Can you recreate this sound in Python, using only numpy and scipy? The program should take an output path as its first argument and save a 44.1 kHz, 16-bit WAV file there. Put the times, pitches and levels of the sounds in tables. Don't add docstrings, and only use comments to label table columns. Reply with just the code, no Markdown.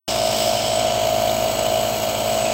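import sys
import numpy as np
from scipy.fft import rfft, irfft, next_fast_len
from scipy.io import wavfile
from scipy.ndimage import map_coordinates

SR = 44100
rng = np.random.default_rng(int(sys.argv[2]) if len(sys.argv) > 2 else 0)


def dump_mix(stems):
    frames = np.atleast_2d(stems).T
    limited = np.clip(frames, -1, 1)
    pcm = np.round(limited * 32767).astype(np.int16)
    wavfile.write(sys.argv[1], SR, pcm)


N = 111573

# shaft_multiple, relative_level_db
THROB_TONES = [(10, -46), (11, -29.5), (12, -27), (13, -25), (14, -35), (15, -42.5)]
# time_s, relative_level_db
THROB_SWELL_CURVE = [(.14, -25), (.23, -19.5), (.38, -24.5), (.49, -19), (.59, -23.5), (.87, -19.5),
                     (.98, -22), (1.1, -20), (1.3, -19.5), (1.36, -23), (1.44, -19.5), (1.52, -24),
                     (1.75, -19.5), (1.97, -25.5), (2.06, -23), (2.17, -25.5), (2.35, -21), (2.52, -22.5)]
# shaft_multiple, level_db (before a slight waver)
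HOUSING_HUM = [(1, -44), (2, -39.5), (3, -48.5), (4, -39), (5, -47.5), (6, -45.5), (7, -47), (8, -47),
               (16, -44.5), (17, -48.5), (20, -49.5), (22, -51.5), (23, -49), (25, -48.5), (28, -51),
               (29, -53), (30, -56), (31, -54), (32, -55), (54, -44.5), (61, -46.5), (73, -47.5), (76, -58),
               (78, -45), (83, -45.5)]
# pitch_hz, level_db (before a slight waver)
MOTOR_BUZZ = [(120, -43.5), (128, -46.5), (240, -45.5)]
# frequency_hz, relative_level_db
RATTLE_COLOUR = [(900, -50), (1050, 2), (1700, -9), (2000, -24), (3000, -13), (3500, -21), (4200, -8),
                 (5000, -18), (6500, -9), (9000, -24)]
# frequency_hz, relative_level_db
CHURN_COLOUR = [(25, -70), (45, -45), (70, -13), (100, -12.5), (190, -16.5), (290, -7), (420, -9),
                (520, -2), (600, 0.5), (720, -2.5), (810, -9), (960, -6), (1200, -17), (1700, -24.5),
                (3000, -45)]
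# frequency_hz, relative_level_db
HISS_COLOUR_BEFORE = [(600, -17), (1800, -13), (2300, -2.5), (2600, -8.5), (2950, -7), (3500, -2.5),
                      (4500, -5), (5250, 2.5), (6000, -8), (6600, -5.5), (7000, -7.5), (7600, -5),
                      (8300, -7), (9200, -17.5), (11200, -26), (13000, -40)]
# frequency_hz, relative_level_db
HISS_COLOUR_AFTER = [(600, -7), (1800, -9.5), (2300, 1), (2600, -4), (3000, -1), (3600, -4.5), (4400, -2.5),
                     (5300, -3.5), (6100, -7.5), (6750, 1.5), (7250, -7.5), (7650, -1), (8300, -8.5),
                     (9200, -18.5), (11200, -30.5), (13000, -40)]
# time_s, relative_level_db
HISS_LOUDNESS = [(0.1, -24.5), (0.23, -26.5), (0.38, -23.5), (0.6, -26), (0.8, -27.5), (1.0, -28),
                 (1.3, -29), (1.55, -28.5), (1.8, -29.5), (2.0, -29), (2.3, -29), (2.5, -27.5)]
# frequency_hz, relative_level_db
FIZZ_COLOUR = [(9000, -39), (10800, -9), (11400, -13.5), (12100, 4), (12700, -13), (13150, -2),
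               (13650, -30), (14400, -13), (15000, -4), (15450, 1), (15900, -6.5)]
# time_s, relative_level_db
FIZZ_LOUDNESS = [(0.1, -40.8), (0.25, -42), (0.42, -36.5), (0.6, -42), (0.9, -45), (1.1, -40.0),
                 (1.35, -37.5), (1.6, -40), (1.9, -37.5), (2.1, -38.1), (2.33, -38.5), (2.5, -43.5)]
# time_s, centre_hz, level_db
HOLLOW_NOTE = [(.1, 2958, -36.5), (0.351, 3020, -33), (0.799, 3098, -34.5), (1.048, 2950, -34),
               (1.28, 3140, -39), (1.449, 2936, -41), (1.77, 3016, -32.5), (1.95, 2920, -41),
               (2.2, 3123, -35.5), (2.349, 3000, -39), (2.5, 2580, -38)]
# time_s, level_db
WHISTLE_LOUDNESS = [(.1, -41), (.42, -35.5), (.58, -43), (.77, -31.5), (.92, -48), (1.3, -41), (1.6, -37),
                    (2.1, -40.5), (2.4, -34)]
# start_s, pitch_hz, level_db
LOUD_DROPS = [(1.2805, 3100, -17), (1.2958, 3600, -14)]

START_S, TOP_HZ = .079, 15800
SHAFT_HZ, STROKE_S = 53.865, .4792
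JITTER_S, STROKE_SCATTER_DB = .00002, .6
THROB_DB, DRONE_ORDER, DRONE_DB = -2.5, 12, -24.5
CHURN_DB, CHURN_PULSE = -28.5, .15
RATTLE_DB, RATTLE_LOOSE = -42, .39
MOVE_FROM_S, MOVE_TO_S = .724, .96
HISS_DB, FIZZ_DB = -1.93, 3
HISS_PULSE, SPIT_DB, SPIT_HZ = .099, 1.45, 405.3
HOLLOW_WIDTH_HZ, WHISTLE_HZ, WHISTLE_WIDTH_HZ = 200, 7920, 105
DROPS_PER_S, DROP_HZ, DROP_SPREAD = 170, 2990, .23
DROP_DB, DROP_SCATTER_DB, DROP_RANGE_DB = -31, 3, 9
DROP_CYCLES, DROP_RISE_S = 5.5, .0002


def amp(db):
    return 10 ** (np.asarray(db) / 20)


def unit(x):
    return x / np.sqrt(np.mean(x ** 2) + 1e-20)


def along(points, hz):
    f, v = np.transpose(points)
    return np.interp(np.log(hz + 1), np.log(f + 1), v)


def curve(rows):
    return np.interp(np.arange(N) / SR, *np.transpose(rows))


def wobble(rate):
    points = rng.standard_normal(N // 8)
    return map_coordinates(points, [np.arange(N) * rate / SR], mode="wrap")


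def filtered(x, response):
    m = next_fast_len(N + 8192)
    return irfft(rfft(x, m) * response(np.fft.rfftfreq(m, 1 / SR)), m)[:N]


def noise(colour):
    return unit(filtered(rng.standard_normal(N), lambda hz: amp(along(colour, hz))))


def narrow(centre_hz, width_hz):
    def slow_noise():
        return filtered(rng.standard_normal(N), lambda hz: 1 / (1 + (hz / width_hz) ** 2))

    phase = 2 * np.pi * np.cumsum(centre_hz * np.ones(N)) / SR
    return unit(slow_noise() * np.cos(phase) + slow_noise() * np.sin(phase))


def shaft():
    jitter = JITTER_S * (wobble(7.2) + .3 * wobble(50))
    return SHAFT_HZ * (np.arange(N) / SR - STROKE_S + jitter)


def throb(turns):
    burst = sum(amp(db) * np.cos(2 * np.pi * k * turns) for k, db in THROB_TONES)
    uneven = amp(STROKE_SCATTER_DB * wobble(SHAFT_HZ))
    drone = amp(DRONE_DB) * np.sin(2 * np.pi * DRONE_ORDER * turns)
    swell_db = curve(THROB_SWELL_CURVE)
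    level = amp(THROB_DB + swell_db - swell_db.mean())
    return np.sqrt(2) * (burst * uneven + drone) * level


def churn(turns):
    surge = 1 + CHURN_PULSE * np.cos(2 * np.pi * turns)
    return amp(CHURN_DB) * unit(noise(CHURN_COLOUR) * surge)


def jet(turns):
    moved = curve([(MOVE_FROM_S, 0), (MOVE_TO_S, 1)])
    before = np.sqrt(1 - moved) * noise(HISS_COLOUR_BEFORE)
    after = np.sqrt(moved) * noise(HISS_COLOUR_AFTER)
    hiss = (before + after) * amp(HISS_DB + curve(HISS_LOUDNESS))
    hollow_hz = curve([(s, hz) for s, hz, db in HOLLOW_NOTE])
    hollow_db = curve([(s, db) for s, hz, db in HOLLOW_NOTE])
    hollow = narrow(hollow_hz, HOLLOW_WIDTH_HZ) * amp(hollow_db)
    whistle = narrow(WHISTLE_HZ, WHISTLE_WIDTH_HZ) * amp(curve(WHISTLE_LOUDNESS))
    fizz = noise(FIZZ_COLOUR) * amp(FIZZ_DB + curve(FIZZ_LOUDNESS))
    pulse = 1 + HISS_PULSE * np.cos(2 * np.pi * turns)
    spitting = amp(SPIT_DB * wobble(SPIT_HZ))
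    return unit(pulse * spitting) * (hiss + hollow + whistle + fizz)


def droplets():
    when, pitch, size = rng.random((int(DROPS_PER_S * N / SR), 3)).T
    size_db = np.minimum(-DROP_SCATTER_DB * np.log(1 - size), DROP_RANGE_DB)
    pitch_hz = DROP_HZ * np.exp(DROP_SPREAD * (2 * pitch - 1))
    faint = np.transpose([when * N / SR, pitch_hz, DROP_DB + size_db])
    s, hz, db = np.vstack([faint, LOUD_DROPS]).T[:, :, None]
    t = np.arange(SR // 80) / SR
    fade = np.exp(-hz * t / DROP_CYCLES)
    onset = 1 - np.exp(-t / DROP_RISE_S)
    ticks = amp(db) * np.sin(2 * np.pi * hz * t) * fade * onset
    at = (s * SR).astype(int) + np.arange(len(t))
    return np.bincount(at.ravel(), ticks.ravel(), N)[:N]


def hum(turns, waver_db):
    t = np.arange(N) / SR
    tones = [(k * turns, db) for k, db in HOUSING_HUM]
    tones += [(hz * t, db) for hz, db in MOTOR_BUZZ]
    total = np.zeros(N)
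    for cycles, db in tones:
        level = amp(db + waver_db * wobble(4.83))
        total += level * np.sqrt(2) * np.sin(2 * np.pi * (cycles + rng.random()))
    return total


def rattle(turns, size=2048):
    hz = np.arange(size // 2 + 1) * SHAFT_HZ
    level_db = along(RATTLE_COLOUR, hz) + 1.32 * rng.standard_normal(len(hz))
    random_phase = np.exp(2j * np.pi * rng.random(len(hz)))
    one_turn = irfft(amp(level_db) * random_phase)
    clatter = unit(np.interp(turns, np.arange(size) / size, one_turn, period=1))
    return amp(RATTLE_DB) * unit(clatter * (1 + RATTLE_LOOSE * wobble(90)))


def scene():
    turns = shaft()
    compressor = throb(turns) + churn(turns) + hum(turns, waver_db=1.0) + rattle(turns)
    mono = compressor + jet(turns) + droplets()
    return np.array([mono, mono])


def record(dry):
    on = np.arange(N) / SR >= START_S
    return np.array([filtered(ch * on, lambda hz: hz < TOP_HZ) for ch in dry])


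dry = scene()
out = record(dry)
dump_mix(out)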